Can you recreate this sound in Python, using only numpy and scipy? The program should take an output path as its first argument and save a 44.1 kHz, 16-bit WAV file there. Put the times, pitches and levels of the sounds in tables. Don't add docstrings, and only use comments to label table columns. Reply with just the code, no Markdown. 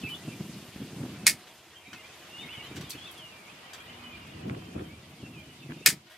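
import sys
import numpy as np
from scipy import signal
from scipy.fft import rfft, irfft
from scipy.io import wavfile

SR = 44100
rng = np.random.default_rng(int(sys.argv[2]) if len(sys.argv) > 2 else 0)


def digitize_waveform(pressure):
    field = np.atleast_2d(pressure).T
    bounded = np.clip(field, -1, 1)
    quanta = np.round(bounded * 32767).astype(np.int16)
    wavfile.write(sys.argv[1], SR, quanta)


N = 272097
PORCH_T60_S = 0.22
OPPOSITE = np.array([[1], [-1]])


def from_db(db):
    return 10 ** (np.asarray(db) / 20)


def rms_one(x):
    return x / np.sqrt(np.mean(x ** 2) + 1e-20)


def in_time(rows):
    s, *columns = np.transpose(rows)
    return [np.interp(np.arange(N) / SR, s, c) for c in columns]


def at_hz(points, hz):
    points_hz, values = np.transpose(points)
    return np.interp(np.log(np.maximum(hz, 1)), np.log(points_hz), values)


def coloured(x, spectrum):
    hz = np.fft.rfftfreq(x.shape[-1], 1 / SR)
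    return irfft(rfft(x) * from_db(at_hz(spectrum, hz)), x.shape[-1])


def causal(x, spectrum):
    hz = np.fft.rfftfreq(len(x), 1 / SR)
    cepstrum = irfft(np.log(from_db(at_hz(spectrum, hz))), len(x))
    cepstrum[1:len(x) // 2] *= 2
    cepstrum[len(x) // 2 + 1:] = 0
    return irfft(rfft(x) * np.exp(rfft(cepstrum)), len(x))


def band(x, low_hz, high_hz):
    edges = [low_hz, min(high_hz, .45 * SR)]
    return signal.sosfilt(signal.butter(2, edges, "band", fs=SR, output="sos"), x)


def drift(rate_hz):
    r = np.exp(-80 * np.pi * rate_hz / SR)
    noise = rng.standard_normal(N // 40 + 2002)
    slow = signal.lfilter([1], [1, -2 * r, r * r], noise)[2000:]
    return np.interp(np.arange(N) / 40, np.arange(len(slow)), rms_one(slow))


def ring(x, hz, t60_s):
    r, w = from_db(-60 / (t60_s * SR)), 2 * np.pi * hz / SR
    return signal.lfilter([0, np.sin(w)], [1, -2 * r * np.cos(w), r * r], x + 1e-18)


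def porch(x, t60_s, tail_db, side_db, ragged_db=4.0):
    # delay_s, level_db (before the tail level and 16.5 dB)
    echoes = [(0, -14.5), (0.0105, -18.5), (0.027, -29.5), (0.042, -37), (0.066, -53)]
    # frequency_hz, side_weight_db
    width = [(200, -24.5), (700, -4), (2400, -4.5), (4400, 1), (15000, 0)]
    t = np.arange(int(.5 * SR)) / SR
    envelope = from_db(tail_db - 60 * t / t60_s - 1600 * t ** 2)
    for delay_s, db in echoes:
        envelope += (t >= delay_s) * from_db(db + tail_db + 16.5) * np.exp(-np.abs(t - delay_s) / 0.0047)
    sizes = from_db(ragged_db * np.minimum(rng.exponential(1, len(t)), 4))
    mid, side = rng.standard_normal((2, len(t))) * rms_one(sizes) * envelope
    mid[0], side[0] = 1, 0
    response = mid + from_db(side_db) * coloured(side, width) * OPPOSITE
    return signal.fftconvolve(np.atleast_2d(x), response, axes=1)[:, :N]


def whistle(rows, waver):
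    attack_s, release_s = 0.0035, 0.0055
    fall_settle, rise_settle = 2.2, 1.2
    swell_db = 4
    out = np.zeros(N)
    wobble, flutter_db = drift(76), 0.94 * drift(38)
    for s, length_s, first_hz, last_hz, db in rows:
        t = np.arange(round(length_s * SR)) / SR
        span = slice(round(s * SR), round(s * SR) + len(t))
        ends = np.clip(np.minimum(t / attack_s, (length_s - t) / release_s), 0, 1)
        settle = fall_settle if first_hz > last_hz else rise_settle
        hz = last_hz + (first_hz - last_hz) * (1 - t / length_s) ** settle
        phase = 2 * np.pi * np.cumsum(hz * (1 + waver * wobble[span])) / SR
        level = from_db(db - swell_db * (0.5 - t / length_s) + flutter_db[span])
        out[span] += np.sqrt(2) * ends * level * np.sin(phase)
    return out


def air(wash_db, hiss_db):
    # start_s, side_db
    low_width = [(0, -5), (0.9, -6), (1.1, 3), (1.5, -15), (2, -1.5), (2.6, 1), (3.4, 5.5), (4, 7),
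                 (4.9, 7), (5.1, 4.5), (6.17, 7)]
    # frequency_hz, density_db (per Hz)
    air_colour = [(24, -41), (40, -8.5), (91, -20.5), (290, -8), (354, -3), (516, -3.5), (1070, -2),
                  (1590, -4.5), (2440, -5.5), (3300, -6), (3560, -7.5), (12100, -21.5), (14300, -30),
                  (14900, -50), (15500, -74.5)]
    # frequency_hz, likeness (1 is identical)
    likeness = [(60, 0.89), (150, 0.97), (380, 1), (650, 0.93), (950, 0.74), (2380, 0.57), (5980, 0.02),
                (15000, 0.84)]
    top_hz = 14700
    out, edges_hz = 0, 40 * 2 ** np.arange(0, 9.1, .5)
    white, (low_side_db,) = rng.standard_normal((2, 2, N)), in_time(low_width)
    for k, (low_hz, high_hz) in enumerate(zip(edges_hz, edges_hz[1:])):
        mid, side = band(white[k % 2], low_hz, high_hz)
        hz = np.sqrt(low_hz * high_hz)
        alike = np.clip(at_hz(likeness, hz), -1, 1)
        share = np.clip(np.log2(hz / 1500) / 2.1, 0, 1)
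        level_db = (1 - share) * (wash_db + 11.0) + share * (hiss_db + 18.0)
        gain = from_db(at_hz(air_colour, hz) + level_db + 1.48 * drift(15.0))
        side = from_db((1 - share) * low_side_db) * side * OPPOSITE
        out = out + gain * (np.sqrt(1 + alike) * mid + np.sqrt(1 - alike) * side)
    return signal.sosfilt(signal.butter(10, top_hz, fs=SR, output="sos"), out)


def drones():
    # pitch_hz, width_hz, level_db (rms, before the swell)
    drone_bands = [(338, 9.6, -67), (452, 19, -77.5), (630, 12, -70.5), (729.6, 8.7, -71.5),
                   (950, 2.8, -75.5)]
    swell_db = 3
    out = 0
    for hz, width_hz, db in drone_bands:
        tone = rms_one(ring(rng.standard_normal(N), hz, 2.0 / width_hz))
        out = out + from_db(db + swell_db * drift(11.0)) * tone
    return out


def hum():
    # start_s, length_s, first_pitch_hz, last_pitch_hz, level_db (rms, around which it swells)
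    hum_notes = [(3.87, 0.28, 242, 241, -56.5)]
    return whistle(hum_notes, waver=0.0032)


def chorus(level_db):
    voices = 0
    for hz in (2057, 2216, 2380, 2480, 2526, 2680, 2790, 2890, 3120, 3300):
        swell = from_db(5.2 * drift(24.0))
        warble = 1 + .14 * np.tanh(.6 * drift(13))
        voices = voices + swell * np.sin(2 * np.pi * np.cumsum(hz * warble) / SR)
    return from_db(level_db - 3.0) * rms_one(porch(voices, t60_s=0.79, tail_db=-4.0, side_db=-4.0))


def birds():
    # start_s, length_s, first_pitch_hz, last_pitch_hz, level_db (rms, direct, around which it swells)
    bird_notes = [(0.011, 0.018, 3730, 3350, -57), (0.021, 0.024, 3500, 2640, -51),
                  (0.033, 0.037, 2630, 2614, -43.5), (0.056, 0.035, 2610, 2364, -48.5),
                  (0.068, 0.011, 2380, 2130, -53), (0.07, 0.027, 2640, 2620, -57),
                  (0.076, .026, 2380, 2400, -55), (0.089, 0.016, 2770, 3200, -49),
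                  (0.1, 0.046, 3104, 2977, -45.5), (0.136, 0.021, 3020, 3680, -47),
                  (0.18, 0.054, 1916, 2000, -60), (0.232, 0.017, 2800, 2700, -63),
                  (0.285, 0.027, 2640, 2670, -55), (0.312, 0.037, 2480, 2680, -64),
                  (0.315, 0.031, 2380, 2390, -59), (1.145, 0.028, 2310, 2330, -61),
                  (1.175, 0.13, 2610, 2590, -65), (1.735, .035, 1890, 1910, -69),
                  (1.755, 0.023, 3120, 3170, -57), (1.81, 0.034, 2060, 2180, -73),
                  (1.85, 0.03, 2220, 2400, -56.5), (1.878, 0.048, 2410, 2450, -61),
                  (1.86, 0.038, 3760, 3840, -63), (1.945, 0.033, 2690, 2550, -56.5),
                  (1.98, 0.044, 2730, 2880, -60), (2.03, .035, 2270, 2460, -57),
                  (2.035, .045, 3300, 3220, -64), (2.09, 0.021, 2650, 2510, -61),
                  (2.215, 0.028, 2950, 3050, -64), (2.255, 0.023, 3170, 3250, -66),
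                  (1.935, 0.13, 2190, 2050, -63), (2.3, 0.027, 2700, 2760, -59),
                  (2.325, 0.085, 2790, 2922, -50), (2.4, 0.027, 2990, 2600, -56),
                  (2.383, 0.033, 3410, 3700, -52), (2.415, 0.031, 3580, 3740, -51),
                  (2.415, 0.044, 2480, 2140, -54.5), (2.47, 0.03, 2160, 2210, -56),
                  (2.485, 0.04, 2520, 3080, -51), (2.52, 0.1, 3100, 2832, -51.5),
                  (2.525, 0.065, 3620, 3010, -54.5), (2.525, 0.051, 2560, 2140, -56),
                  (2.56, .03, 3740, 3760, -62), (2.575, 0.045, 2140, 2300, -56),
                  (2.62, 0.058, 2900, 3110, -56), (2.635, .025, 3970, 4150, -61),
                  (2.68, 0.02, 3570, 3820, -57), (2.705, 0.033, 2450, 2310, -59),
                  (2.875, 0.027, 3500, 3300, -56.5), (2.905, 0.027, 3300, 3060, -65),
                  (2.93, 0.049, 2500, 2720, -56), (2.95, 0.032, 2940, 2940, -56.5),
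                  (2.96, 0.025, 2750, 2650, -57), (2.975, 0.021, 3500, 3110, -52),
                  (2.985, .02, 4250, 4330, -65), (3.01, 0.054, 3290, 3540, -53),
                  (3.055, 0.024, 3500, 3870, -56), (3.072, 0.019, 3840, 3430, -57),
                  (3.06, 0.025, 2670, 2630, -54), (3.08, 0.024, 3210, 3340, -55),
                  (3.11, 0.048, 2140, 2170, -66), (3.172, 0.11, 3500, 2837, -53.5),
                  (3.27, 0.038, 2890, 2800, -66), (3.32, 0.017, 2720, 2670, -57),
                  (3.41, 0.081, 2250, 2200, -66), (3.62, .04, 1970, 1940, -63),
                  (3.68, 0.024, 2830, 2680, -64), (3.7, 0.023, 2450, 2320, -61),
                  (3.31, 0.1, 2440, 2330, -62.5), (3.475, 0.034, 2310, 2630, -57),
                  (3.79, 0.028, 3050, 3360, -59.5), (3.8, 0.034, 2380, 2430, -57),
                  (3.89, 0.036, 2190, 2050, -59), (4.015, 0.1, 2040, 2090, -66),
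                  (3.875, 0.032, 2780, 3100, -55), (3.905, 0.021, 2800, 2810, -59),
                  (3.935, 0.02, 2950, 2870, -57), (3.97, 0.024, 2970, 3040, -65),
                  (3.995, 0.035, 2480, 2480, -58), (4.04, 0.03, 2480, 2480, -57),
                  (4.035, 0.049, 3100, 2930, -55), (4.105, 0.032, 3010, 3150, -59),
                  (4.118, 0.045, 2480, 2370, -53), (4.19, 0.073, 2420, 2340, -65.5),
                  (4.265, 0.024, 2600, 2480, -59), (4.27, 0.11, 2710, 2820, -69),
                  (4.36, 0.06, 2900, 2580, -62), (4.62, 0.049, 2550, 2750, -67),
                  (4.74, 0.045, 2700, 2540, -65), (4.88, 0.072, 2170, 2380, -63.5),
                  (5.03, 0.022, 2000, 1980, -61), (5.19, 0.044, 3400, 2890, -64),
                  (5.222, 0.053, 2890, 2660, -58.5), (5.32, 0.1, 2840, 2370, -58),
                  (5.37, .04, 2980, 3150, -63), (5.585, 0.048, 3680, 3570, -68),
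                  (5.62, 0.024, 2550, 2680, -59), (5.765, 0.022, 2730, 2800, -65),
                  (5.82, 0.025, 2600, 2680, -58)]
    notes = whistle(bird_notes, waver=0.007)
    return notes + from_db(-7.0) * porch(notes, t60_s=0.41, tail_db=-27.0, side_db=2.5)


def buffet_kicks(rows):
    kick_db, t60_s = -6.5, 0.03
    modes = [(150, -5), (220, 3), (330, -5), (520, -7.5)]   # pitch_hz, level_db
    kicks = np.zeros((4, N))
    for (s, db, _), size in zip(rows, rng.normal(0, 1, (len(rows), 4))):
        kicks[:, round(s * SR)] = from_db(db + kick_db) * size
    knock = sum(from_db(db) * ring(kick, hz, t60_s) for kick, (hz, db) in zip(kicks, modes))
    return band(band(knock, 110, 980), 60, 1060)


def wind():
    # start_s, rumble_db, throb_db, eddies_db (relative to the rumble)
    gusts = [(0.0, -46.5, -68, -42), (0.14, -47, -62, -42), (0.18, -53, -60, -42), (0.23, -48, -58, -44),
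             (0.33, -44, -72, -57), (0.62, -48, -59, -46), (0.72, -57.5, -67, -48), (0.8, -51, -59, -53),
             (0.95, -41, -55, -45), (1.2, -44, -57, -33), (1.33, -48, -60, -41), (1.42, -63, -70.5, -31),
             (1.8, -69, -70.5, -34), (2.3, -58.5, -68.5, -33), (2.65, -58, -59, -33),
             (3.05, -58.5, -63.5, -24), (3.6, -60.5, -72, -14), (4.15, -56, -54.5, -15),
             (4.42, -43.5, -52, -9.5), (4.65, -48, -50.5, -12), (4.85, -44.5, -48.5, -10.5),
             (4.97, -53, -53, -20), (5.1, -54, -62, -33), (5.2, -54, -68, -26), (5.3, -46, -54, -27),
             (5.55, -55.5, -64, -40), (5.95, -51.5, -68, -24), (6.02, -62, -75, -22), (6.17, -76, -79, -11)]
    # frequency_hz, density_db (per Hz)
    rumble_colour = [(15, -59.5), (25, -29.5), (111, 1.5), (130, 6.5), (323, -2), (543, -16.5),
                     (738, -20.5), (868, -29), (941, -28.5), (1200, -29), (1560, -30.5), (2640, -120)]
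    # frequency_hz, density_db (per Hz)
    eddy_colour = [(59, -81), (110, -35), (170, -7), (250, -4), (350, 7), (480, 4.5), (700, 4.5),
                   (1000, -6.5), (1500, -15), (1950, -40), (3300, -120)]
    # middle_s, peak_db (of the rumble's gain), length_ms (about twice the fall to half)
    buffet_rows = [(0.042, -34.5, 32), (0.15, -40, 12), (0.283, -34, 18), (0.349, -43, 37),
                   (0.41, -32.5, 18), (0.447, -39.5, 25), (0.496, -38, 21), (0.561, -43.5, 36),
                   (0.687, -44.5, 15), (0.762, -36, 3.9), (0.814, -37, 52), (0.925, -49, 19),
                   (1.001, -35, 20), (1.012, -39, 25), (1.037, -31, 15), (1.057, -30.5, 18),
                   (1.242, -41, 18), (1.881, -48.5, 25), (1.947, -51.5, 75), (2.409, -49, 67),
                   (2.458, -47.5, 32), (2.578, -42, 22), (2.68, -51, 29), (2.713, -39.5, 21),
                   (2.754, -44, 43), (2.782, -38, 32), (2.811, -39.5, 26), (2.836, -40.5, 25),
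                   (2.871, -50, 34), (2.954, -45, 32), (2.977, -55, 23), (3.532, -53, 45),
                   (4.46, -38.5, 78), (4.508, -35.5, 99), (4.574, -40.5, 28), (4.761, -32, 36),
                   (4.805, -34, 42), (4.937, -43, 17), (5.235, -39, 15), (5.368, -44.5, 29),
                   (5.499, -54, 33), (5.66, -46.5, 34), (5.699, -36.5, 21), (5.725, -41, 37),
                   (5.773, -41.5, 30), (5.812, -41, 14), (5.886, -36, 21), (5.93, -39.5, 26)]
    rise = .6
    throb_under_buffet_db = -15.5
    steady_db, throb_db, eddy_db = in_time(gusts)
    t = np.arange(N) / SR
    buffets = np.zeros(N)
    for s, db, length_ms in buffet_rows:
        distance = 1700 * (t - s) / length_ms / np.where(t < s, rise, 1)
        buffets += from_db(db) * np.exp(-distance ** 2)
    gust = np.hypot(from_db(steady_db), buffets)
    deep = np.hypot(from_db(throb_db), from_db(throb_under_buffet_db) * buffets)
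    lumps = from_db(1.2 * drift(38))
    rumble = rms_one(lumps * band(coloured(rng.standard_normal(N), rumble_colour), 120, 4500))
    throb = rms_one(band(band(rng.standard_normal(N), 73, 122), 43.7, 105))
    eddies = rms_one(lumps * coloured(rng.standard_normal(N), eddy_colour))
    common = buffet_kicks(buffet_rows) + gust * rumble + deep * throb
    return common + gust * from_db(eddy_db) * eddies * OPPOSITE


def slaps():
    # middle_s, level_db, half_length_ms (to 1/e)
    slap_rows = [(1.0333, -48, 2.3), (4.498, -37, 1.2), (4.51, -54, 2.2), (4.548, -48, 4.4),
                 (4.624, -48, 1.7), (4.783, -52, 3.9), (4.795, -48, 3.6), (4.811, -54, 3.4),
                 (5.266, -58, 3.7), (5.701, -50, 2.5), (5.708, -45, 1.1), (5.713, -46, 0.98),
                 (5.721, -50, 1.3), (5.722, -47, 2.3), (5.733, -55, 1.1)]
    t = np.arange(N) / SR
    shape = sum(from_db(db) * np.exp(-((1000 * (t - s) / half_ms) ** 2)) for s, db, half_ms in slap_rows)
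    bright, dull = rng.standard_normal((2, 2, N))
    puff = rms_one(band(bright, 990, 2200)) + from_db(-9) * rms_one(band(dull, 492, 1300))
    mid, side = shape * puff
    return mid + 1.05 * side * OPPOSITE


def taps():
    tap_rows = [(.089, -55, -64, -52, 22, 8), (1.472, -53, -50.5, -61, 6.5, 12),
                (1.931, -39, -41.5, -62, 5.4, 3), (2.636, -57, -55, -63, 5, 12),
                (2.759, -39, -41, -49, 2.7, 10), (2.765, -38, -42.5, -57, 9.3, 18),
                (2.81, -39.5, -44, -54, 8.1, 8), (2.836, -51, -47, -62, 3.7, 10),
                (2.896, -41, -63, -39, 5.9, 5), (2.9038, -29, -60, -37.5, 2.3, 25),
                (2.906, -27.5, -65, -50, 2.1, 18.5), (3.11, -58, -66, -48, 1, 12),
                (3.1147, -45, -61, -44, .6, 26), (3.178, -47, -69, -56, 8, 10),
                (3.733, -35, -43.5, -51, 5.9, 12), (3.742, -48, -45, -60, 5.7, 10),
                (4.271, -54, -57, -62, 8.5, 8), (4.482, -60, -54, -68, 6.4, 6),
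                (6.068, -66, -56, -74, 12, -6), (6.098, -58, -56.5, -64, 87, 10)]
    edges_hz = [(1000, 3500), (3200, 7500), (8000, 13000)]
    friction, ticks, t = np.zeros((3, N)), np.zeros((3, N)), np.arange(N) / SR
    for s, treble_db, middle_db, top_db, contact_ms, tick_db in tap_rows:
        levels = from_db([middle_db + 0.5, treble_db - 9.5, top_db - 3.5])
        decay = (t >= s) * np.exp(-1000 * np.clip(t - s, 0, 1) / max(contact_ms, .3))
        friction += levels[:, None] * decay
        ticks[:, round(s * SR)] += levels * from_db(tick_db)
    grit = rng.standard_normal((3, N))
    out = np.zeros(N)
    for envelope, noise, tick, edges in zip(friction, grit, ticks, edges_hz):
        out += envelope * rms_one(band(noise, *edges)) + band(tick + 1e-18, *edges)
    return out


def snips():
    # clap_db, clap_top_db (extra above 12 kHz), clap_late_ms (after the crack)
    snip_rows = [(1.267, -6.5, -0.5, -0.4, -20.5, -3.5, 5, -6, .7),
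                 (5.8608, -5.5, 0.5, -1.5, -33, 0.5, -3, 27, .05)]
    # frequency_hz, density_db (per Hz)
    crack_colour = [(240, -67.5), (400, -16), (941, -17.5), (1150, -12.5), (1600, -3), (1810, 6), (2510, 4),
                    (2800, -2), (3400, -0.5), (4000, -0.5), (4680, 6.5), (5640, 1.5), (8850, 3.5),
                    (11000, -0.5), (14300, -5), (15700, -9.5), (16700, -43.5)]
    # pitch_hz, level_db (before the chance spread), t60_s
    trim_modes = [(416, -41, 0.15), (628, -46.5, 0.2), (948, -38.5, 0.19), (1300, -37.5, 0.22),
                  (1755, -20.5, 0.13), (2170, -14, 0.13), (2510, -14, 0.09), (3430, -35, .12),
                  (5280, -23.5, .12), (2880, -29, 0.11), (3822, -30.5, .15), (4660, -21.5, 0.055),
                  (5660, -34, .13), (6100, -40.5, 0.097), (7460, -28, 0.11), (8340, -25, 0.067),
                  (8660, -37.5, 0.077)]
    # pitch_hz, level_db (before each snip's clap levels), t60_s
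    jaw_modes = [(7000, -8, .012), (8880, -9, .012), (13900, -24, .008), (3500, -29, 0.053),
                 (1813, -26.5, .03), (4670, -22, .025)]
    trim_spread_db = 2
    bite_s = 0.0052
    lead = 512
    out = np.zeros((2, N))
    click = (np.arange(SR // 4) == lead) * -1.
    progress = (np.arange(len(click)) - lead) / SR / bite_s + 1
    for s, db, pan_db, tilt_db, bite_db, fizz_db, clap_db, top_db, late_ms in snip_rows:
        crush = rms_one(band(rng.standard_normal(len(click)), 1100, 5800))
        bite = from_db(bite_db) * (progress > 0) * (progress < 1) * np.abs(progress) ** .4 * crush
        colour = [(hz, d + tilt_db * np.log2(hz / 4000) + fizz_db * (hz > 12000)) for hz, d in crack_colour]
        crack = causal(click, colour)
        rings = np.zeros(len(click))
        for k, (hz, mode_db, t60_s) in enumerate(trim_modes):
            strike = from_db(mode_db + trim_spread_db * rng.normal())
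            rings += (-1) ** k * strike * ring(click, hz, t60_s)
        clap = sum(from_db(d + clap_db + top_db * (hz > 12000)) * ring(click, hz, t60_s)
                   for hz, d, t60_s in jaw_modes)
        clap = band(np.roll(clap, round(late_ms * SR / 1000)), 870, 18200)
        dry, i = np.zeros(N), round(s * SR) - lead
        dry[i:i + len(click)] = from_db(db) * crack / np.abs(crack).max()
        heard = porch(dry, PORCH_T60_S, tail_db=-16.5, side_db=-7.5)
        heard[:, i:i + len(click)] += from_db(db) * (rings + clap + bite)
        out += from_db(pan_db * np.array([[.5], [-.5]])) * heard
    return out


def scene():
    # start_s, wash_db, hiss_db, chorus_db (each before its source's own offset)
    air_levels = [(0.0, -52.5, -55.5, -62), (0.5, -57, -55.5, -55), (1.18, -53.5, -57.5, -62),
                  (1.67, -58, -62, -60.5), (1.86, -61, -62, -54), (2.08, -54.5, -58.5, -66),
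                  (2.51, -52.5, -59, -49), (3.0, -53.5, -59, -53), (3.4, -56, -61, -56.5),
                  (3.95, -53, -62.5, -51.5), (4.45, -57, -63, -53), (5.03, -59.5, -62.5, -59.5),
                  (5.77, -61, -62.5, -53.5), (5.91, -61, -61, -58), (6.05, -67, -67, -64),
                  (6.17, -68, -70, -59)]
    wash_db, hiss_db, chorus_db = in_time(air_levels)
    far = air(wash_db, hiss_db) + drones() + hum() + chorus(chorus_db)
    near = porch(taps(), PORCH_T60_S, tail_db=-30, side_db=-3.5) + snips()
    return far + birds() + wind() + slaps() + near


def record(dry):
    cutoff_hz = 16650
    heard = signal.sosfilt(signal.butter(2, 40, "high", fs=SR, output="sos"), dry)
    clipped = np.clip(heard, -.76, .76)
    return signal.sosfilt(signal.ellip(12, .3, 90, cutoff_hz, fs=SR, output="sos"), clipped)


dry = scene()
out = record(dry)
digitize_waveform(out)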